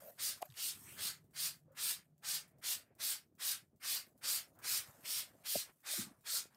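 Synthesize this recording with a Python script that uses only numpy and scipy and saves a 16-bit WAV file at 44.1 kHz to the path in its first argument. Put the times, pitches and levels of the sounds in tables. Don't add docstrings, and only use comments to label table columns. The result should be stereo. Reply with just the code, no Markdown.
import sys
import numpy as np
from scipy import signal
from scipy.fft import rfft, irfft
from scipy.io import wavfile
from scipy.ndimage import uniform_filter1d

SR = 44100
rng = np.random.default_rng(int(sys.argv[2]) if len(sys.argv) > 2 else 0)


def wrap_up_sound(samples):
    columns = np.atleast_2d(samples).T
    tamed = np.clip(columns, -1, 1)
    steps = np.round(tamed * 32767).astype(np.int16)
    wavfile.write(sys.argv[1], SR, steps)


def invert_db(level):
    return 10 ** (np.asarray(level, dtype=float) / 20)


N = 289296

# (time [s], movement [dB], drag [dB])
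HANDLING = [(0, 5, 14.5), (.13, -1.5, 5), (.3, 2.5, 14), (.47, -5.5, -15.5), (.78, 4.5, -13.5),
            (1, 8.5, 10.5), (1.4, -1, -10), (1.8, 0.5, 2.5), (2.2, -5, -7), (2.5, 1, 3.5), (3.051, -0.5, 2),
            (3.3, -1, -9.5), (3.85, -1.5, -4.5), (4.05, -1, 2.5), (4.85, 1.5, 8.5), (5.5, 0.5, 8.5),
            (5.8, -13, -12.5), (6.1, -2.5, -1.5)]
# (frequency [Hz], density [dB per Hz])
RUMBLE_COLOUR = [(15, -45.5), (30, -26.5), (60, -11), (100, -1.5), (160, -4), (260, -6.5), (400, -10.5),
                 (650, -29), (1200, -34), (2500, -52), (5000, -80)]
# (time [s], level [dB])
MOTOR_LEVEL = [(0, -94), (.9, -76.5), (1.2, -69), (1.9, -78), (2.5, -70), (2.8, -86.5), (6.6, -88.5)]
# (middle [s], peak [dB], pitch [Hz], length [s])
BODY_KNOCKS = [(0.42, -41, 756, 0.00134), (0.427, -31.5, 725, 0.00141), (0.4261, -43, 451.6, 0.001105),
               (.4275, -43, 1069, 0.00165), (0.41, -56, 694, 0.0022), (0.439, -56, 705, 0.0021),
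               (0.453, -59, 605.5, 0.006), (0.47, -64, 736, 0.0042), (.497, -55, 137, .006),
               (.52, -58, 113.4, 0.006), (1.672, -67, 200, 0.00245), (1.683, -63.5, 524, 0.00335),
               (1.709, -62, 545, 0.0045), (1.726, -64.5, 554, .004), (4.721, -60, 120, 0.0061),
               (4.791, -62.5, 99.6, 0.0065), (4.89, -57.5, 132, 0.005), (5.55, -46, 500, 0.0018),
               (5.557, -28.5, 615.3, 0.001574), (5.56, -39.5, 218.7, 0.00223), (5.563, -55, 111, 0.0083),
               (5.567, -42, 450, 0.00078), (5.938, -48, 638, 0.0019), (5.984, -49, 343, 0.00458),
               (5.994, -40.5, 203, 0.004), (6.003, -51, 111.4, 0.0077), (6.07, -55, 219, 0.00276),
               (6.116, -56.5, 272, 0.0029), (6.341, -57, 605, 0.003), (6.456, -51.5, 396, 0.00058)]
# (time [s], peak [dB], centre [Hz], width [Hz], decay [s])
CASING_SNAPS = [(0.418, -44.5, 9000, 14000, 0.0049), (0.4229, -36, 11000, 16000, 0.00158),
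                (0.426, -40.5, 2450, 1500, 0.0026), (.453, -48.5, 13350, 1800, .007),
                (.457, -61, 7500, 2500, .005), (.502, -53.5, 3700, 2000, 0.0015),
                (.511, -59, 3800, 2000, 0.00107), (0.5228, -51, 3100, 3000, 0.00129),
                (.541, -53, 3400, 1800, .001), (4.065, -59.5, 13000, 5000, .012),
                (6.546, -61.5, 4800, 1500, .003), (6.546, -64, 15000, 2000, .003)]
# (start [s], loudest at [s], end [s], level [dB])
SLEEVE_SLIDES = [(0, .09, .14, -54), (.02, .08, .13, -56.5), (.85, .89, 1.08, -60.5),
                 (1.65, 1.76, 1.8, -74), (4.55, 4.6, 4.68, -65), (4.78, 4.86, 5.06, -67),
                 (6.05, 6.08, 6.2, -68), (5.99, 6.003, 6.13, -54), (2.4, 2.48, 2.68, -82),
                 (2.76, 2.88, 3.06, -82), (.7, .9, 1.05, -63), (5.58, 5.7, 5.725, -64)]
# (first pitch [Hz], last pitch [Hz], width [Hz])
SLEEVE_HOLLOWS = [(595, 620, 130), (13600, 13450, 3000), (1850, 4300, 950), (600, 1600, 900),
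                  (950, 1600, 1000), (1550, 1100, 1300), (1000, 950, 900), (220, 245, 180),
                  (1800, 1810, 1100), (1800, 1810, 1100), (8500, 8510, 1200), (1300, 1100, 2000)]
# (start [s], length [s], stillest level [dB], rise next to a pull [dB], dull part [dB])
CLOTH_MOVES = [(0, 0.1135, -63.5, 2.5, -6), (0.113, 0.076, -70.5, 1, -8.5), (0.373, 0.048, -70.5, 10.5, -5),
               (0.423, 0.046, -67.5, 5.5, -3), (0.468, 0.11, -67.5, -4, -6.5),
               (0.736, 0.293, -56, -3, -10.5), (1.203, 0.137, -89, 11, -6),
               (1.583, 0.192, -100, 23.5, -5.5), (2.04, 0.193, -100, 21, -2.5),
               (2.477, 0.132, -96.5, 26, -7.5), (2.858, 0.13, -101, 21.5, -5),
               (3.258, .12, -100, 16.5, -8.5), (3.645, 0.16, -100, 18, -7.5), (4.077, 0.128, -87, 16, -8),
               (4.478, 0.083, -80.5, 10, -11), (4.854, 0.193, -68, 7.5, -7), (5.273, 0.1608, -76.5, 9, -3),
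               (5.69, .165, -78.5, 4.5, -10.5), (6.1, 0.1394, -80, 6.5, -6),
               (6.501, 0.062, -76.5, -2.5, 2.5)]
# (frequency [Hz], density [dB per Hz])
CLOTH_COLOUR = [(530, -34.5), (900, -7.5), (1830, -6.5), (2090, -12), (3680, -15), (6640, -11.5),
                (8250, -7.5), (10000, -9.5), (13500, -6), (16000, -16)]
# (time [s], peak [dB])
VALVE_TICKS = [(1.2426, -67), (1.3096, -63.5), (1.5584, -54), (1.7206, -63.5), (2.1802, -64),
               (2.4784, -60.5), (2.585, -60.5), (2.9517, -62.5), (3.3523, -64.5), (3.7608, -67),
               (4.1781, -59), (4.56, -63), (4.5896, -50.5), (5.8052, -60), (6.2088, -61), (6.548, -66.5)]
# (jet forms [s], squeeze length [s], jet level [dB], swell during the squeeze [dB],
# splash on the wall re jet [dB])
TRIGGER_PULLS = [(0.196, 0.1002, -42, 1.5, -1.5), (.578, 0.1136, -42, 0.5, -5.5),
                 (0.988, 0.0954, -43.5, 2.5, 1.5), (1.363, 0.10555, -42.5, 2.5, -1),
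                 (1.783, 0.1297, -41.5, 1.5, -0.5), (2.248, 0.1085, -41.5, 1.5, 0),
                 (2.642, 0.0862, -40.5, 1.5, -1.5), (3.006, 0.1202, -41, 0.5, -1),
                 (3.409, 0.10976, -41, 2, -1.5), (3.84, 0.1204, -41, 1, 0), (4.241, 0.1255, -39.5, -0.5, 0),
                 (4.644, 0.1305, -40.5, 1.5, 0), (5.056, 0.1356, -42, 2, -2), (5.459, 0.1376, -41, -1, -3),
                 (5.867, 0.1391, -42, -0.5, 1.5), (6.268, 0.1066, -41, 3.5, -1.5)]
# (aim at the microphone, heard in the finest hiss [dB],
# slowness of the pressure build [1 = usual])
HAND_AIM = [(-0.21, 0.78), (.2, 1.3), (-0.28, 0.96), (1, 1.05), (0.73, 1.15), (-1.5, .95), (-.3, .95),
            (0.46, .85), (-.2, .95), (1.78, 1.3), (0.78, 1.05), (1.16, 1.05), (-0.099, 1.05), (0.93, .9),
            (-1.25, 1.2), (-2.1, 1.05)]
# (resonance [Hz], its level [dB], lower shoulder [dB])
SWIRL_CHAMBER = [(4730, 3, -2.5), (4450, 2, 3), (4340, 4, -1.7), (4550, 4.5, -1.84), (4840, 1.5, -0.3),
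                 (4800, 4, -2.5), (4670, 1.5, -0.12), (4630, 2, -1.48), (4450, 1, 0.5), (4790, 4.5, -0.5),
                 (4800, 2.5, -3), (5160, 1.5, -1.47), (4820, 0.5, 1.5), (4670, 2, 1.66), (4310, 0, -4.5),
                 (4580, 1.5, -6)]
# (frequency [Hz], density [dB per Hz])
JET_COLOUR = [(180, -55), (300, -25.5), (667, -17), (915, -17), (1430, -8.5), (1780, -9.5), (3580, -3.5),
              (4670, -1.5), (7440, -4.5), (8500, -2.5), (10200, -5.5), (15000, -5.5), (16000, -17.5)]
# (frequency [Hz], width [Hz], level [dB])
NOZZLE_PEAKS = [(8700, 300, 2), (6110, 220, -3), (1800, 540, 1), (11300, 170, 1.5)]
# (time from the jet forming [s], level re jet [dB], fineness of the mist [dB])
PRESSURE_BUILD = [
    (-.036, -48, 10),
    (0, -7, -8),
    (0.023, -1.5, -6.5),
    (.05, 1.5, -2),
]
# (time from letting go [s], level re jet [dB], fineness of the mist [dB])
PRESSURE_SAG = [
    (0, 0, -2.5),
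    (0.029, -6.5, -6),
    (0.064, -19.5, -4.5),
    (.1, -31.5, -7),
    (.15, -61, 8.5),
]


def evened(x):
    return x / np.sqrt(np.mean(x ** 2) + 1e-20)


def read(points, hz):
    f, value = np.transpose(points)
    return np.interp(np.log(hz + 1), np.log(f + 1), value)


def add(mix, s, sound):
    part = mix[max(round(s * SR), 0):][:len(sound)]
    part += sound[:len(part)]


def resonate(x, hz, width):
    return signal.lfilter(*signal.iirpeak(hz, hz / width, SR), x)


def in_cellar(x):
    at = np.arange(90, 9000, 22) + rng.integers(0, 22, 405)
    echoes = np.zeros(9100)
    echoes[at] = rng.choice([-1., 1.], len(at)) * invert_db(-60 * at / SR / 0.078)
    echoes *= invert_db(-8.5) / np.linalg.norm(echoes)
    return signal.oaconvolve(x, echoes + signal.unit_impulse(len(echoes)))


def hiss(rows, colour_db, dull_hz, fine_hz, patchy_db, flicker_db):
    s, level_db, *ends_db = np.transpose(rows)
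    length = int((s[-1] - s[0]) * SR)
    frames, hz = length // 64 + 5, np.fft.rfftfreq(256, 1 / SR)
    t = s[0] + np.arange(frames) * 64 / SR
    a, b, patches = rng.standard_normal((frames, 129, 3)).T
    patches = uniform_filter1d(patches, size=2, axis=0)
    patches = evened(uniform_filter1d(patches, size=40, axis=1))
    flicker = evened(uniform_filter1d(rng.standard_normal(frames), size=3))
    field_db = colour_db(hz)[:, None] + patchy_db * patches + flicker_db * flicker
    base = np.sqrt(np.mean(invert_db(2 * colour_db(hz))))
    dull_share = 1 / (1 + (hz / dull_hz) ** 6)
    fine_share = 1 / (1 + (fine_hz / (hz + 1)) ** 6)
    for share, end_db in zip((dull_share, fine_share), ends_db):
        field_db = field_db + np.outer(share, np.interp(t, s, end_db))
    spectrum = (a + 1j * b) * invert_db(field_db) / base
    x = signal.istft(spectrum, nperseg=256, noverlap=192)[1][:length]
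    curve_db = np.interp(s[0] + np.arange(len(x)) / SR, s, level_db)
    envelope = invert_db(uniform_filter1d(curve_db, size=300))
    return s[0], x / 14 * envelope * signal.windows.tukey(len(x), .1)


def rumble():
    t, noise = np.arange(N) / SR, rng.standard_normal((4, N))
    low_gain = invert_db(read(RUMBLE_COLOUR, np.fft.rfftfreq(N, 1 / SR)))
    low = evened(irfft(rfft(noise[0]) * low_gain, N))
    lumps = evened(uniform_filter1d(uniform_filter1d(noise[1], size=500), size=500))
    scrape = evened(resonate(resonate(noise[2], 600, 260), 610, 300))
    motor = evened(resonate(resonate(noise[3], 154, 24), 153, 26))
    s, moved_db, drag_db = np.transpose(HANDLING)
    casing = invert_db(-73.5 + np.interp(t, s, moved_db)) * low
    casing += invert_db(-82.5 + np.interp(t, s, drag_db)) * scrape
    lumpy = casing * invert_db(3.03 * np.minimum(lumps, 2.1) - 1.0)
    return lumpy + invert_db(np.interp(t, *np.transpose(MOTOR_LEVEL))) * motor


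def knocks():
    out = np.zeros(N)
    for s, db, hz, length in BODY_KNOCKS:
        t = np.arange(-3 * length, 4 * length, 1 / SR)
        spread = np.where(t < 0, 0.712 * length, 1.8 * length)
        swell = np.exp(-.5 * (t / spread) ** 2)
        add(out, s - 3 * length, invert_db(db) * swell * np.cos(2 * np.pi * hz * t))
    return out


def snaps():
    out, t = np.zeros(N), np.arange(1500) / SR
    for (s, db, hz, width, decay), noise in zip(CASING_SNAPS, rng.standard_normal((len(CASING_SNAPS), 1500))):
        snap = resonate(resonate(noise * np.exp(-t / decay), hz, width), hz, width)
        add(out, s, invert_db(db) * snap / abs(snap).max())
    return out


def slides():
    out, ends_db = np.zeros(N), -15
    for (start, loudest, end, db), (first_hz, last_hz, width_hz) in zip(SLEEVE_SLIDES, SLEEVE_HOLLOWS):
        t = np.arange(start, end, 1 / SR)
        lowpass = signal.butter(2, width_hz / 2, fs=SR)
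        a, b = signal.lfilter(*lowpass, rng.standard_normal((len(t), 2)), axis=0).T
        turn = 2 * np.pi * np.cumsum(np.linspace(first_hz, last_hz, len(t))) / SR
        hollow = evened(a * np.cos(turn) + b * np.sin(turn))
        swell = invert_db(db + np.interp(t, [start, loudest, end], [ends_db, 0, ends_db]))
        add(out, start, swell * hollow * signal.windows.tukey(len(t), .1))
    return out


def rustle():
    out = np.zeros(N)
    stillest_at, regrip = 0.582, 0.73
    for s, length, db, rise_db, dull_db in CLOTH_MOVES:
        rows = [(s, db + rise_db, dull_db),
                (s + stillest_at * length, db, dull_db),
                (s + length, db + regrip * rise_db, dull_db)]
        rows = np.add(rows, [0, .6, 7.1])
        add(out, *hiss(rows, lambda hz: read(CLOTH_COLOUR, hz), 4100, 9000, patchy_db=3.5, flicker_db=1.5))
    return out


def ticks():
    out, t = np.zeros(N), np.arange(2000) / SR
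    click_db, leak_db = -15.5, 0.05
    for (s, db), noise in zip(VALVE_TICKS, rng.standard_normal((len(VALVE_TICKS), 2000))):
        click = resonate(noise * np.exp(-t / 0.00037), 3500, 3000)
        puff = noise * (1.3 * np.exp(-t / 0.00049) + 0.39 * np.exp(-t / 0.026))
        leak = resonate(puff, 17000, 6000) + 0.39 * resonate(puff, 8500, 1500)
        add(out, s, invert_db(db) * (invert_db(click_db) * click + invert_db(leak_db) * leak))
    return out


def stroke(s, length, db, swell_db, splash_db, slowness):
    build, sag = np.transpose(PRESSURE_BUILD), np.transpose(PRESSURE_SAG)
    times = s + np.r_[slowness * build[0], length + sag[0]]
    level_db = db + np.r_[build[1], swell_db + sag[1]]
    spit_db = np.minimum(-np.r_[1.227 * build[1], 0.384 * sag[1]], 28.5)
    return np.c_[times, level_db, -13.5 + splash_db + spit_db, np.r_[build[2], sag[2]]]


def jet_colour(hz, swirl_hz, swirl_db, shoulder_db):
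    moving = [(swirl_hz, 380, swirl_db), (0.63 * swirl_hz, 450, shoulder_db)]
    peaks_db = sum(db / (1 + ((hz - f) / w) ** 2) for f, w, db in NOZZLE_PEAKS + moving)
    return read(JET_COLOUR, hz) + peaks_db


def spray():
    out = np.zeros(N)
    for pull, swirl, (aim_db, slowness) in zip(TRIGGER_PULLS, SWIRL_CHAMBER, HAND_AIM):
        rows = stroke(*pull, slowness) + [0, 4.0, 12.5, 4.0 + aim_db]
        s, mist = hiss(rows, lambda hz: jet_colour(hz, *swirl), 2900, 9600, patchy_db=2, flicker_db=0.69)
        add(out, s, in_cellar(mist))
    return out


def scene():
    handling = rumble() + knocks() + snaps() + slides()
    bottle = in_cellar(ticks())[:N] + spray()
    mono = handling + rustle() + bottle
    return np.array([mono, mono])


def roll_off(x):
    return signal.sosfilt(signal.butter(12, 16480, fs=SR, output="sos"), x)


def record(dry):
    noisy = dry + invert_db(-94) * rng.standard_normal(N)
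    thinned = signal.lfilter(*signal.butter(2, 45, "high", fs=SR), noisy)
    band_edge = signal.firwin(511, 15780, window=("kaiser", 9), fs=SR)
    limited = signal.oaconvolve(thinned, band_edge[None], "same")
    return roll_off(limited)


dry = scene()
out = record(dry)
wrap_up_sound(out)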